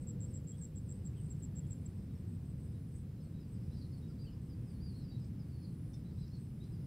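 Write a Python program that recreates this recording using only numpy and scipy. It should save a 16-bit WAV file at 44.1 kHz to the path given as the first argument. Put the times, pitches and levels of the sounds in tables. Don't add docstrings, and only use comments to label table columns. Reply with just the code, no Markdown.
import sys
import numpy as np
from scipy import signal
from scipy.fft import rfft, irfft
from scipy.io import wavfile
from scipy.ndimage import map_coordinates

SR = 44100
rng = np.random.default_rng(int(sys.argv[2]) if len(sys.argv) > 2 else 0)


def inscribe(sig):
    pcm = np.round(np.clip(np.atleast_2d(sig).T, -1, 1) * 32767)
    wavfile.write(sys.argv[1], SR, pcm.astype(np.int16))


def volts_from_db(level):
    exponent = np.asarray(level, float) / 20
    return 10 ** exponent


N = 302526


def level(x, db):
    return x * volts_from_db(db) / np.sqrt(np.mean(x ** 2))


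def ring(x, hz, width_hz):
    b, a = signal.iirpeak(hz, hz / width_hz, fs=SR)
    once = signal.lfilter(b, a, x)
    return signal.lfilter(b, a, once)


def walk(rate):
    spots = rng.standard_normal(size=6000)
    return map_coordinates(spots, [np.arange(N) * rate / SR], order=2)


def add(out, s, sound):
    i = int(s * SR)
    out[i:i + len(sound)] += sound[:N - i]


def scatter(x, t60_s, wet_db, gap_s=0.0097, smear_hz=260):
    t = np.arange(SR // 2) / SR
    decay = np.exp(-np.log(1000) * t / t60_s)
    onset = np.clip(t / gap_s, 0, 1) ** 2
    tail = rng.standard_normal(len(t)) * decay * onset
    tail *= volts_from_db(wet_db) / np.sqrt(np.sum(tail ** 2))
    smeared = x * walk(smear_hz)
    return x + signal.fftconvolve(smeared, tail)[:N]


def throb(rate_hz, sharp, jitter):
    wandering_hz = rate_hz * (1 + jitter * walk(24))
    phase = 2 * np.pi * np.cumsum(wandering_hz) / SR
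    return np.exp(sharp * (np.cos(phase) - 1))


def phrases(rows, swell_db_per_s, fade_db_per_s, rest_db):
    t = np.arange(N) / SR
    out = np.full(N, float(rest_db))
    for s, hold, db in rows:
        swell = swell_db_per_s * np.clip(s - hold - t, 0, None)
        fade = fade_db_per_s * np.clip(t - s, 0, None)
        out = np.maximum(out, db - swell - fade)
    return out


def sing(rows):
    scoop_share, scoop_s = 1.59, 0.0071
    out, waver, flutter = np.zeros(N), walk(90), walk(85)
    for s, length, start_hz, change_hz, arch_hz, db in rows:
        u = np.linspace(0, 1, int(length * SR))
        arch = 4 * u * (1 - u) - scoop_share * np.exp(-u * length / scoop_s)
        hz = start_hz + change_hz * u + arch_hz * arch
        at = slice(int(s * SR), int(s * SR) + len(u))
        tone = np.sin(2 * np.pi * np.cumsum(hz * (1 + 0.008 * waver[at])) / SR)
        loudness = volts_from_db(db + 4.5 + 2.4 * (flutter[at] - flutter[at].mean()))
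        out[at] += loudness * np.sin(np.pi * u) ** 0.36 * tone
    return scatter(out, 0.25, -3.5, 0.01, smear_hz=699)


def rumble():
    # frequency in Hz, density in dB per Hz.
    spectrum = [(14, -52.5), (25, -19.5), (50, -8), (85, 0), (150, 0), (200, -6.5), (300, -16),
                (420, -25.5), (590, -36.5), (1260, -44.5), (2400, -48), (3500, -52.5), (5200, -53.5),
                (6500, -64), (9000, -58.5), (16000, -62.5)]
    hz = np.maximum(np.fft.rfftfreq(N, 1 / SR), 1)
    spots, dbs = np.transpose(spectrum)
    colour = volts_from_db(np.interp(np.log(hz), np.log(spots), dbs))
    air = irfft(rfft(rng.standard_normal(N)) * colour, N)
    return level(air * volts_from_db(0.4 * walk(2.79)), -43.5)


def engine_drone():
    # time in s, level in dB.
    course = [
        (0.0, -63.5),
        (0.8, -69),
        (3.8, -70.5),
        (5.3, -74.5),
        (6.86, -73),
    ]
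    course_db = np.interp(np.arange(N) / SR, *np.transpose(course))
    band = level(ring(rng.standard_normal(N), 484, 110), -3.0)
    return band * volts_from_db(course_db + 1.5 * walk(4.5))


def far_crickets():
    # end of hold in s, hold in s, level in dB.
    loud_singer = [
        (.02, .03, -74.5),
        (.31, 0.035, -74.5),
        (.63, .04, -73),
        (.95, 0.077, -74.5),
        (1.26, 0.065, -74),
        (1.7, .04, -82),
        (2.03, 0.064, -80),
        (2.34, .04, -78.5),
        (2.65, 0.016, -76.5),
        (2.97, .02, -74.5),
    ]
    # end of hold in s, level in dB.
    faint_singer = [(.09, -84), (.52, -87), (.8, -85), (1.05, -82), (1.4, -83), (1.88, -82), (2.2, -82),
                    (2.5, -81), (2.76, -86), (3.29, -83.5), (3.45, -88), (3.56, -81.5), (3.66, -86),
                    (3.78, -85), (3.9, -90), (4.0, -87), (4.12, -86), (4.24, -84), (4.47, -84), (4.72, -82),
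                    (4.99, -82.5), (5.26, -83), (5.52, -89), (5.73, -88), (5.97, -83), (6.1, -85),
                    (6.21, -84), (6.44, -79.5), (6.72, -83)]
    faint = [(s, 0.033, db) for s, db in faint_singer]
    rest_db = -99
    loud_db = phrases(loud_singer, 202, 280, rest_db)
    faint_db = phrases(faint, 105, 253, rest_db)
    db = np.maximum(loud_db, faint_db)
    rasp = rng.standard_normal(N) * throb(118, 0.69, 0.0596)
    upper = volts_from_db(-4.5 - 0.83 * np.clip(-81.0 - db, 0, None)) * ring(rasp, 8590, 200)
    wings = (ring(rasp, 8150, 260) + upper) / np.std(ring(rasp, 8170, 277))
    return scatter(wings * volts_from_db(db - 0.8), 0.12, -0.5, 0.004)


def wing_flicks():
    # start in s, level in dB.
    flicks = [
        (0.013, -75),
        (0.44, -78),
        (1.24, -80),
        (1.665, -77),
    ]
    length_s, hz, sag_hz = .013, 7500, -100
    return sing([(s, length_s, hz, sag_hz, 0, db) for s, db in flicks])


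def near_cricket():
    # first stroke in s, span in s, number of strokes, first stroke in dB, full stroke in dB.
    chirps = [(0.0731, 0.033, 5, -53.5, -49.5), (0.206, 0.044, 6, -56, -50.5),
              (0.341, 0.0341, 5, -54.5, -50.5), (0.4755, 0.042, 6, -53, -51), (0.617, 0.036, 5, -53, -49.5),
              (0.76, 0.026, 4, -58, -52), (0.894, 0.03, 4, -55.5, -52.5), (1.055, 0.018, 3, -56, -50),
              (1.3067, 0.0174, 3, -52, -52), (1.4262, 0.024, 4, -54, -50.5), (1.559, 0.035, 5, -57, -50),
              (1.71, 0.019, 3, -51.5, -49), (1.863, 0.0, 1, -51.5, -53)]
    out = np.zeros(N)
    chance = rng.standard_normal((len(chirps), 8, 4))
    rise_s = 0.0022
    t = np.arange(int(.012 * SR)) / SR
    hump = (t / rise_s * np.exp(1 - t / rise_s)) ** 1.65
    for (s, span, strokes, first_db, full_db), luck in zip(chirps, chance):
        count = int(round(strokes))
        for k in range(count):
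            db = full_db + (first_db + 0.5 - full_db) * np.exp(-k) + 0.54 * luck[k, 0]
            hz = 7660 * (1 + .003 * luck[k, 1])
            tone = np.sin(2 * np.pi * (hz * t - 9000 * t ** 2) + 3 * luck[k, 2])
            tone += volts_from_db(-15) * np.sin(2 * np.pi * 0.965 * hz * t + 5 * luck[k, 2])
            tone += volts_from_db(-24) * np.sin(2 * np.pi * 0.93 * hz * t + 7 * luck[k, 2])
            start = s + span * k / max(count - 1, 1) - rise_s + 0.00036 * luck[k, 3]
            add(out, start, volts_from_db(db - 0.5) * hump * tone)
        add(out, s - .0075, volts_from_db(first_db - 12) * hump * tone)
    out += volts_from_db(-8.5) * np.roll(out, int(.0033 * SR))
    return scatter(out, 0.14, -13, .004)


def bird_calls():
    # start in s, length in s, level in dB.
    slurs = [(3.202, .051, -82), (3.397, 0.062, -81), (3.533, .05, -84), (3.625, .025, -83),
             (3.737, .04, -79), (3.903, .06, -80), (4.073, 0.055, -79), (4.31, 0.041, -78.5),
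             (4.488, 0.06, -76.5), (4.665, .06, -79), (5.023, .048, -76), (5.2, 0.047, -78),
             (5.387, 0.043, -76.5), (5.61, .057, -77), (6.14, .03, -86), (6.625, .03, -83),
             (6.72, .05, -79)]
    # start in s, length in s, level in dB.
    whistles = [
        (3.75, .096, -75),
        (4.186, 0.1, -72),
        (4.803, .11, -69.5),
        (5.081, 0.056, -73),
    ]
    # start in s, length in s, pitch in Hz, arch in Hz, level in dB.
    peeps = [(2.09, .04, 3800, 20, -88), (2.73, .055, 3830, 60, -86), (3.175, 0.033, 4060, -40, -85),
             (3.333, 0.085, 3840, 122, -82.5), (3.709, 0.088, 4000, 140, -81), (3.811, 0.05, 4200, 77, -72),
             (3.962, .025, 4360, -50, -77), (4.02, 0.064, 3830, -17, -80), (4.17, .06, 3980, 60, -85),
             (4.933, 0.092, 4200, 130, -72.5), (5.11, .067, 3900, 0, -73), (5.519, .049, 4520, 90, -79),
             (6.042, .07, 3940, 50, -80.5), (6.173, 0.075, 3850, 280, -76), (6.313, .065, 4270, 122, -74.5)]
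    # start in s, length in s, start in Hz, end in Hz, level in dB.
    glides = [(.27, .04, 5450, 5250, -85), (.32, .08, 5150, 5000, -86), (0.517, 0.049, 3260, 3340, -78),
              (.605, .02, 1650, 1650, -80), (.74, 0.025, 3230, 3330, -86), (.92, .03, 5000, 4900, -85),
              (.995, .03, 2930, 2920, -86), (1.04, .05, 4700, 4540, -90), (1.628, .035, 3310, 3330, -83),
              (1.97, .04, 5270, 5270, -87), (2.15, .02, 5470, 5500, -83), (2.65, .09, 5080, 5030, -90),
              (3.213, 0.069, 4380, 4270, -85), (3.918, 0.045, 4320, 4610, -76.5),
              (4.091, 0.031, 1350, 1390, -78), (4.726, 0.063, 4460, 4270, -83),
              (5.488, .02, 4560, 4840, -83), (5.545, .049, 4520, 4220, -81),
              (5.596, 0.089, 4400, 4280, -76), (6.11, .015, 4330, 4980, -83), (6.19, .06, 5050, 4750, -78),
              (6.602, 0.057, 3680, 4120, -74.5)]
    # break in s, rise in s, top in Hz, level in dB.
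    chups = [
        (1.164, .033, 3220, -76.5),
        (4.261, 0.015, 3150, -74.5),
    ]
    rows = [(s, d, 5250, -12000 * d, 0, db) for s, d, db in slurs]
    rows += [(s, d, 4750, -4900 * d, 257.5 * (10 * d) ** 2, db) for s, d, db in whistles]
    rows += [(s, d, hz, -600 * d, arch_hz, db) for s, d, hz, arch_hz, db in peeps]
    rows += [(s, d, hz, end_hz - hz, 0, db) for s, d, hz, end_hz, db in glides]
    break_hz, fall_s, fall_hz = 300, 0.04, 260
    for s, d, hz, db in chups:
        climb_hz = 22000 * d
        rows.append((s - d, d, hz - break_hz - climb_hz, climb_hz, 0, db - 5))
        rows.append((s, fall_s, hz, -fall_hz, -40, db))
    return sing(rows)


def katydid():
    # start in s, stop in s, final level in dB.
    crescendos = [
        (0.3, 0.95, -88),
        (1.42, 1.94, -81.5),
        (2.38, 2.99, -82),
        (3.42, 4.0, -81),
        (4.42, 4.987, -79),
        (5.35, 5.97, -79.5),
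        (6.25, 6.95, -82.5),
    ]
    t = np.arange(N) / SR
    effort = np.zeros(N)
    for s, stop, db in crescendos:
        corners = [s, (s + stop) / 2, stop, stop + 0.022]
        effort += volts_from_db(db) * np.interp(t, corners, [0.014, 0.55, 0.73, 0.034])
    rasp = rng.standard_normal(N) * throb(96.2, 0.45, .002) * effort
    rasp /= np.std(ring(rasp / np.maximum(effort, 1e-9), 9950, 300))
    wings = volts_from_db(-1.0) * ring(rasp, 9960, 160) + volts_from_db(-7.0) * ring(rasp, 9450, 900)
    return scatter(wings, 0.24, -5.5)


def rod():
    # time in s, peak level in dB, centre frequency in Hz.
    ticks = [(0.519, -68, 5300), (0.583, -65.5, 5330), (0.64, -68, 6000), (1.053, -68, 5600),
             (1.455, -72, 5300), (1.56, -69, 5500), (1.865, -70, 6000), (2.955, -70, 6500),
             (5.245, -64, 5100), (5.934, -59, 5500), (5.939, -62, 5500), (5.944, -60, 5600),
             (5.95, -66, 5400), (6.28, -61, 4900), (6.352, -64, 5200), (6.64, -63, 4900)]
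    # frequency in Hz, level in dB, 60 dB decay time in s.
    modes = [
        (3600, 2.5, 0.11),
        (4330, -9, 0.15),
        (4931, -10, 0.2),
        (5250, 5, 0.12),
        (5850, 0, 0.06),
    ]
    out = np.zeros(N)
    t = np.arange(SR // 5) / SR
    grit = rng.standard_normal((len(ticks), len(t))) * np.exp(-t / 0.0016)
    for (s, db, hz), g in zip(ticks, grit):
        click = ring(g, hz, 1250)
        add(out, s, volts_from_db(db) * click / np.abs(click).max())
    clink = np.zeros(len(t))
    for hz, db, t60 in modes:
        decay = np.exp(-np.log(1000) * t / (0.77 * t60))
        clink += volts_from_db(db) * np.sin(2 * np.pi * hz * t) * decay
    add(out, 5.938, volts_from_db(-66.5) * clink * np.clip(t / 0.0021, 0, 1))
    return scatter(out, 0.18, -1.3, 0.0044)


def far_flock():
    # peak in s, level in dB.
    flares = [
        (.88, -82),
        (1.3, -85),
        (2.0, -85),
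        (3.8, -77.5),
        (4.1, -80),
        (4.35, -85),
        (5.04, -80),
        (6.0, -83),
        (6.27, -76),
        (6.86, -82),
    ]
    # end of hold in s, hold in s, level in dB.
    bursts = [
        (3.81, .07, -81),
        (5.2, .005, -84),
        (6.22, .02, -87),
        (6.38, .04, -83.5),
    ]
    flares_db = phrases([(s, 0, db) for s, db in flares], 29, 38, -89.5)
    bursts_db = phrases(bursts, 260, 210, -100)
    flock = level(ring(rng.standard_normal(N), 5120, 800), -4.5) * volts_from_db(flares_db + 1.6 * walk(11))
    chatter = level(ring(rng.standard_normal(N), 4470, 2600), 0) * volts_from_db(bursts_db + 3.9 * walk(70))
    return flock + chatter


def scene():
    air = rumble() + engine_drone()
    insects = far_crickets() + wing_flicks() + near_cricket() + katydid()
    mono = air + insects + bird_calls() + rod() + far_flock()
    return np.array([mono, mono])


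def top_cut(x):
    return signal.sosfilt(signal.butter(12, 15730, fs=SR, output="sos"), x)


def record(dry):
    hiss = signal.lfilter([1, -.1], [1], rng.standard_normal(dry.shape))
    low_pass = signal.ellip(10, .1, 60, 15700, fs=SR, output="sos")
    mix = signal.sosfilt(low_pass, dry + level(hiss, -76))
    return top_cut(mix)


dry = scene()
out = record(dry)
inscribe(out)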